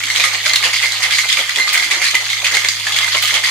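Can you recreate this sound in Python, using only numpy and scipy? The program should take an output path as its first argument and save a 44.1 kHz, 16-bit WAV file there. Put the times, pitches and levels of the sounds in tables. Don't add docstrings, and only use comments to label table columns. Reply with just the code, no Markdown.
import sys
import numpy as np
from scipy import signal
from scipy.fft import rfft, irfft, next_fast_len
from scipy.io import wavfile
from scipy.ndimage import uniform_filter1d

SR = 44100
rng = np.random.default_rng(int(sys.argv[2]) if len(sys.argv) > 2 else 0)


def digitize_waveform(pressure):
    field = np.atleast_2d(pressure).T
    bounded = np.clip(field, -1, 1)
    quanta = np.round(bounded * 32767).astype(np.int16)
    wavfile.write(sys.argv[1], SR, quanta)


def volts(x):
    e = np.asarray(x, float) / 20
    return 10 ** e


N = 154350


def unit(x):
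    return x / np.sqrt(np.mean(x ** 2) + 1e-20)


def along(points, hz):
    f, v = np.transpose(points)
    return np.interp(np.log(hz + 1), np.log(f + 1), v)


def filtered(x, response):
    m = next_fast_len(N + SR // 2)
    return irfft(rfft(x, m) * response(np.fft.rfftfreq(m, 1 / SR)), m)[..., :N]


def patchy(x, depth_db):
    z = signal.stft(x, nperseg=256)[2]
    field = uniform_filter1d(rng.standard_normal(z.shape), 4, -2)
    field = uniform_filter1d(field, 9, -1)
    field = field + field[:1]
    return signal.istft(z * volts(depth_db * unit(field)), nperseg=256)[1][..., :N]


def shape(t, rise_s, t60_s):
    t = np.maximum(t, 0)
    return (1 - np.exp(-t / rise_s)) * volts(-60 * t / t60_s)


def add(bus, s, sound):
    part = bus[..., round(max(s, 0) * SR):][..., :sound.shape[-1]]
    part += sound[..., :part.shape[-1]]


# t/s, level/dB
HUM_LEVEL = [
    (.3, -45),
    (1.15, -46),
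    (1.65, -53),
    (2.3, -46),
    (3.25, -43),
    (3.5, -48),
]


def fridge():
    t = np.arange(N) / SR
    hum = volts(np.interp(t, *np.transpose(HUM_LEVEL))) * np.sin(2 * np.pi * 104.3 * t)
    second = volts(-64.5) * np.sin(2 * np.pi * 130.4 * t)
    noise = rng.standard_normal((3, N))
    rumble = filtered(noise[0] + 0.5 * noise[1:], lambda hz: hz / (hz + 30) / (1 + (hz / 420) ** 4))
    return np.sqrt(2) * (hum + second / np.sqrt(2)) + volts(-57) * unit(patchy(rumble, 1.9)) \
        + (1 - 1 / np.sqrt(2)) * np.sqrt(2) * second


# f/Hz, time to fall 60 dB/s
ROOM_DECAY = [(300, 0.22), (12000, 0.27)]


def room(x):
    step, delay = round(0.12 * SR), 200
    wet = np.zeros((2, N))
    padded = np.pad(x, ((0, 0), (step, 2 * step)))
    for start in range(0, N + step, step):
        hz, t, z = signal.stft(rng.standard_normal((2, SR // 3)), SR, nperseg=256)
        decay = volts(-60 * t / along(ROOM_DECAY, hz)[:, None])
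        tail = signal.istft(z * decay, SR, nperseg=256)[1]
        piece = padded[:, start:start + 2 * step] * np.sqrt(np.hanning(2 * step))
        answer = signal.fftconvolve(piece, tail / np.linalg.norm(tail[0]), axes=1)
        add(wet, (start - step + delay) / SR, answer[:, max(step - start - delay, 0):])
    return wet


# t/s, level/dB
SPRAY_BURSTS = [
    (1.727, -14),
    (3.221, -13),
]


def spray():
    bus, t = volts(-41) * rng.standard_normal((2, N)), np.arange(SR // 4) / SR
    for s, db in SPRAY_BURSTS:
        add(bus, s, volts(db) * shape(t, 0.002, 0.1) * rng.standard_normal((2, len(t))))
    return filtered(bus, lambda hz: 1 / (1 + (8000 / (hz + 1)) ** 4))


# t/s, length/s, level/dB
SLOSH_HITS = [(0.098, 0.04, -33.5), (0.163, 0.31, -34.5), (0.334, 0.062, -31.5), (0.458, 0.19, -34.5),
              (0.63, 0.11, -29.5), (0.735, 0.034, -30.5), (0.828, 0.062, -32.5), (0.918, 0.037, -35),
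              (1.001, 0.17, -31.5), (1.236, 0.055, -37), (1.384, 0.064, -28.5), (1.573, 0.048, -29.5),
              (1.68, 0.19, -31), (1.911, 0.16, -31.5), (2.135, 0.035, -26), (2.207, 0.066, -35),
              (2.413, 0.11, -31.5), (2.524, 0.084, -26), (2.645, 0.048, -30.5), (2.866, 0.02, -30),
              (2.908, 0.29, -34.5), (3.149, 0.026, -22.5), (3.236, 0.025, -27), (3.326, 0.096, -29),
              (3.43, 0.092, -33)]
# t/s, level/dB, f/Hz
AIR_BUBBLES = [
    (0.048, -37.5, 275),
    (.26, -34, 503),
    (.46, -27, 580),
    (0.651, -28, 481),
    (1.389, -27, 520),
    (1.86, -38, 304),
    (1.965, -30.5, 335),
    (3.145, -23.5, 577),
    (3.35, -33, 502),
]
# f/Hz, level/dB
WASH_COLOUR = [(88, -55), (150, -22), (624, -3.5), (883, -0.5), (1200, 0), (1600, -7), (2080, -19),
               (3520, -120)]


def drink():
    t, short = np.arange(N) / SR, np.arange(SR // 10) / SR
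    power, bubbles = np.full(N, volts(-44) ** 2), np.zeros(N)
    for s, length, db in SLOSH_HITS:
        swell = 0.3 * length
        power += volts(db) ** 2 * np.exp(-((t - s - swell) / swell) ** 2)
    for s, db, hz in AIR_BUBBLES:
        rising = np.sin(2 * np.pi * hz * short * (1 + 2.17 * short))
        add(bubbles, s, volts(db) * shape(short, 0.0017, 0.14) * rising)
    noise = rng.standard_normal((3, N))
    wash = filtered(noise[0] + 0.21 * noise[1:], lambda hz: volts(along(WASH_COLOUR, hz)))
    return unit(patchy(wash, 3.2)) * np.sqrt(power) + bubbles


# t/s, level/dB, f/Hz
CHATTER_RUNS = [(.196, -22, 3770), (.635, -23, 2880), (.73, -23, 4600), (1.148, -23.5, 4400),
                (1.148, -31, 6550), (1.385, -26.5, 3270), (2.05, -23.5, 4250), (2.29, -24.5, 3730),
                (2.688, -30.5, 6500), (2.92, -26.5, 3300), (3.261, -25.5, 3350)]


def chatter():
    bus, t = np.zeros((2, N)), np.arange(SR // 10) / SR
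    for s, db, hz in CHATTER_RUNS:
        taps = rng.standard_normal((3, len(t))) ** 3 / (1 + (t / 0.05) ** 6)
        ringing = signal.lfilter(*signal.iirpeak(hz, 8, SR), taps[0] + taps[1:])
        add(bus, s, volts(db) * unit(ringing))
    return bus


# t/s, level/dB, f/Hz
FREE_RINGS = [
    (.49, -7, 2075),
    (1.235, -11, 2090),
    (1.594, -0.5, 2078),
    (2.152, -11.5, 2070),
    (3.02, -9, 2092),
    (3.165, -10, 2100),
]


def free_rings():
    bus, t = np.zeros((2, N)), np.arange(SR // 3) / SR
    grip = 1 / (1 + (t / 0.04) ** 8)
    for s, db, hz in FREE_RINGS:
        tone = np.sin(2 * np.pi * hz * t) + 0.23 * np.sin(4 * np.pi * hz * t)
        add(bus, s, volts(db) * shape(t, 0.012, 0.2) * grip * tone)
    return bus


def ticks():
    contacts_per_s, size = 1500, 256
    count, t = round(contacts_per_s * N / SR), np.arange(size) / SR
    at, size_u, side = rng.random((count, 3)).T
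    scatter = rng.standard_normal((count, 1))
    blow_s, _, blow_hz, _ = np.transpose(BLOWS_FIRST + BLOWS_SECOND)
    last_blow = np.maximum(np.searchsorted(blow_s, at * N / SR) - 1, 0)
    struck_hz = blow_hz[last_blow][:, None]
    same_cube = (side[:, None] * count % 1 < 0.2) & (struck_hz > 2300)
    any_hz = 3800 * np.exp(0.527 * scatter).clip(0.3, 3.5)
    hz = np.where(same_cube, struck_hz * np.exp(0.17 * scatter), any_hz)
    level_db = -2.9 * np.log(size_u[:, None] + 0.08)
    rings = volts(level_db - 60 * t * hz / 15) * np.sin(2 * np.pi * hz * t)
    lag = np.round(0.00013 * SR * (side - 0.5)).astype(int)[:, None]
    index = (at * N).astype(int)[:, None] + np.arange(size) + size
    sides = [np.bincount((index + k * lag).ravel(), rings.ravel(), N + 3 * size)[size:][:N] for k in (1, -1)]
    return unit(np.array(sides))


def tumble(fizz):
    t, power = np.arange(SR // 3) / SR, np.full(N, volts(-25.5) ** 2)
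    for s, _, _, tumble_db in BLOWS_FIRST + BLOWS_SECOND:
        add(power, s - 0.005, (volts(tumble_db) * shape(t, 0.0088, 0.21)) ** 2)
    fizz_share = 0.22
    drive = np.sqrt(1 - fizz_share) * ticks() + np.sqrt(fizz_share) * fizz
    return patchy(drive, 2) * np.sqrt(power)


# t/s, peak level/dB, ring f/Hz, level of the tumble after it/dB
BLOWS_FIRST = [(0.0358, -1.5, 2210, -18.5), (0.1012, 2, 2110, -17), (0.1516, -10, 2140, -12),
               (0.1979, 3, 2410, -14.5), (0.2389, 5, 2205, -10), (0.3306, -6, 1910, -17),
               (0.4324, -27, 2080, -18), (0.4594, -7, 2230, -10.5), (0.5342, 8.5, 4300, -17),
               (0.5591, 11.5, 3730, -22), (0.6374, -2, 1820, -11), (0.7322, 0, 2180, -19.5),
               (0.7597, -5, 2110, -19), (0.7991, -18, 2530, -16.5), (0.8235, -15, 2060, -13.5),
               (0.8584, 1.5, 2140, -19.5), (0.9213, -0.5, 4040, -17.5), (1.0001, -21, 1980, -22),
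               (1.0251, -9, 2210, -11.5), (1.1074, -20, 2190, -11.5), (1.1847, 4, 2106, -12.5),
               (1.2885, 0, 3800, -11), (1.3264, 6, 3560, -18), (1.3708, 1, 2330, -15),
               (1.4935, 0, 1980, -21), (1.5594, 2.5, 3300, -15), (1.5843, -0.5, 2050, -17),
               (1.6736, -7, 1900, -14.5)]
# t/s, peak level/dB, ring f/Hz, level of the tumble after it/dB
BLOWS_SECOND = [(1.7318, -9, 2000, -10), (1.7757, 5, 2090, -16.5), (1.8219, -12, 1940, -13.5),
                (1.9104, 1, 2104, -12.5), (2.0163, 0.5, 2160, -15), (2.042, -4, 1820, -11),
                (2.1518, 8.5, 2070, -23), (2.301, -2, 2185, -25), (2.3314, -1.5, 2160, -27),
                (2.4441, 1, 2480, -10.5), (2.4661, 0, 1990, -38), (2.5118, -13, 1930, -16),
                (2.5395, -11, 2120, -10.5), (2.5938, -12, 2120, -19), (2.6467, 3.5, 2090, -20),
                (2.6861, 8, 4670, -42), (2.7979, -4, 3630, -43), (2.8679, 1, 1736, -17),
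                (2.9221, 1, 3430, -17), (2.9625, -0.5, 2260, -13), (3.0124, -5, 2000, -17.5),
                (3.0713, -3, 2100, -14), (3.1211, -27, 2160, -15), (3.1486, -9, 2000, -14),
                (3.2259, 2.5, 3110, -13), (3.2543, 2, 3350, -17), (3.2758, -3, 4850, -11),
                (3.3406, 5.5, 3190, -13), (3.4379, 0.5, 1985, -13), (3.4714, -4, 2190, -16.5)]
# t/s, peak level/dB, ring f/Hz
SMALL_KNOCKS = [(0.2103, -11, 2370), (0.2295, -4.5, 2070), (0.2512, -10, 3860), (0.2857, -8, 2260),
                (0.35, -12, 2510), (0.4951, 1, 4170), (0.5717, -9, 3600), (0.627, -2, 2160),
                (0.6558, -8, 2700), (0.7406, -4, 2140), (0.7666, -5, 2230), (0.828, -5, 1995),
                (0.8383, -5, 2100), (1.0318, -22, 3150), (1.0432, -16, 2130), (1.1251, -4, 2230),
                (1.135, -1.5, 2130), (1.1504, -3.5, 2110), (1.1904, -1, 2230), (1.3466, -16, 2230),
                (1.3909, -3.5, 2250), (1.4031, -3, 3320), (1.6091, -20, 2035), (1.7418, -3, 2180),
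                (1.751, 0.5, 2153), (1.7982, -3, 2140), (1.8307, -13, 2000), (1.8428, -6, 2160),
                (1.9139, -1, 2170), (1.9227, -7, 2160), (1.9503, -8, 2080), (2.0232, -3, 2100),
                (2.0542, -8, 3700), (2.0697, -5, 2065), (2.078, -19, 4340), (2.111, -2.5, 3480),
                (2.1461, -2.5, 2380), (2.1657, -9.5, 2060), (2.177, -20, 2080), (2.4192, -11, 2430),
                (2.4524, -16, 2500), (2.475, -6, 1980), (2.5202, -8, 2010), (2.556, -2.5, 2160),
                (2.5694, 3.5, 2150), (2.6427, -10, 2250), (2.6594, -11, 1980), (2.8938, -13, 2150),
                (2.9822, -9, 1720), (2.987, 3, 3280), (3.0437, -2, 2040), (3.0776, -10, 2070),
                (3.17, -2, 2123), (3.186, -6, 2180), (3.3073, -8.5, 2180), (3.3343, -7.5, 2100),
                (3.3534, -1, 3450), (3.3615, -4, 2230), (3.3903, -19, 2000), (3.4511, -11, 2170)]


def strikes():
    t = np.arange(SR // 16) / SR
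    cracks, cubes = np.zeros((2, N)), np.zeros((2, N))
    hits = [row[:3] for row in BLOWS_FIRST + BLOWS_SECOND]
    hits += [(s, db + 2.5, hz) for s, db, hz in SMALL_KNOCKS]
    for s, db, hz in hits:
        burst = rng.standard_normal((3, len(t)))
        crack = burst[0] + volts(-1) * burst[1:]
        add(cracks, s - 0.001, volts(db - 9.5) * shape(t, 0.0013, 0.018) * crack)
        wobble, t60_s, cube_db = (0.16, 0.026 * 0.7, -6) if hz > 2600 else (0.08, 0.026, -4.5)
        wander = np.cumsum(burst[1]) * wobble + np.array([[0], [burst[2, 0]]])
        tones = np.sin(2 * np.pi * hz * t + wander) + 0.15 * np.sin(2.8 * np.pi * hz * t - wander)
        add(cubes, s, volts(db + cube_db) * shape(t, 0.00077, t60_s) * tones)
    return cracks, cubes


# f/Hz, width/Hz, level/dB
TIN_MODES = [(1235, 25, 6.5), (1950, 75, 2), (2085, 61, 12.5), (2230, 400, 6), (3300, 880, 5.5),
             (4170, 180, 5), (4590, 204, 2), (6330, 430, 1), (7180, 76, 2.5)]
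# f/Hz, level/dB
ICE_COLOUR = [(400, -73), (1000, -15.5), (1650, -12), (3240, -10), (6460, -5.5), (11000, -8.5),
              (15500, -18.5)]


def tin(hz):
    modes = 1
    for centre, width, db in TIN_MODES:
        damping = 1j * hz * width
        modes = modes + volts(db) * damping / (centre * centre - hz * hz + damping)
    return volts(along(ICE_COLOUR, hz)) * modes


def ice():
    noise = rng.standard_normal((3, N))
    fizz = unit(noise[0] + volts(-1) * noise[1:])
    cracks, cubes = strikes()
    dull_cracks = filtered(cracks, lambda hz: 1 / (1 + 1j * hz / 6500))
    in_tin = filtered(tumble(fizz) + dull_cracks, tin) / np.std(filtered(fizz, tin))
    return in_tin + filtered(cubes + free_rings(), lambda hz: 1 / (1 + (900 / (hz + 1)) ** 4))


def scene():
    shaker = ice() + chatter() + drink() + spray()
    sides = np.array([[1], [-1]])
    shaker = filtered(shaker, lambda hz: np.exp(1j * np.pi * hz / (1 + hz / 12000) * 4.5e-5 * sides))
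    return (shaker + volts(-4) * room(shaker) + fridge()) * volts(-1.25 * sides)


def band_limit(x):
    return signal.sosfilt(signal.butter(12, 15670, fs=SR, output="sos"), x)


def record(dry):
    overloaded = dry / (1 + np.abs(dry) ** 12) ** (1 / 12)
    mix = filtered(overloaded, lambda hz: hz < 15680)
    return band_limit(mix)


dry = scene()
out = record(dry)
digitize_waveform(out)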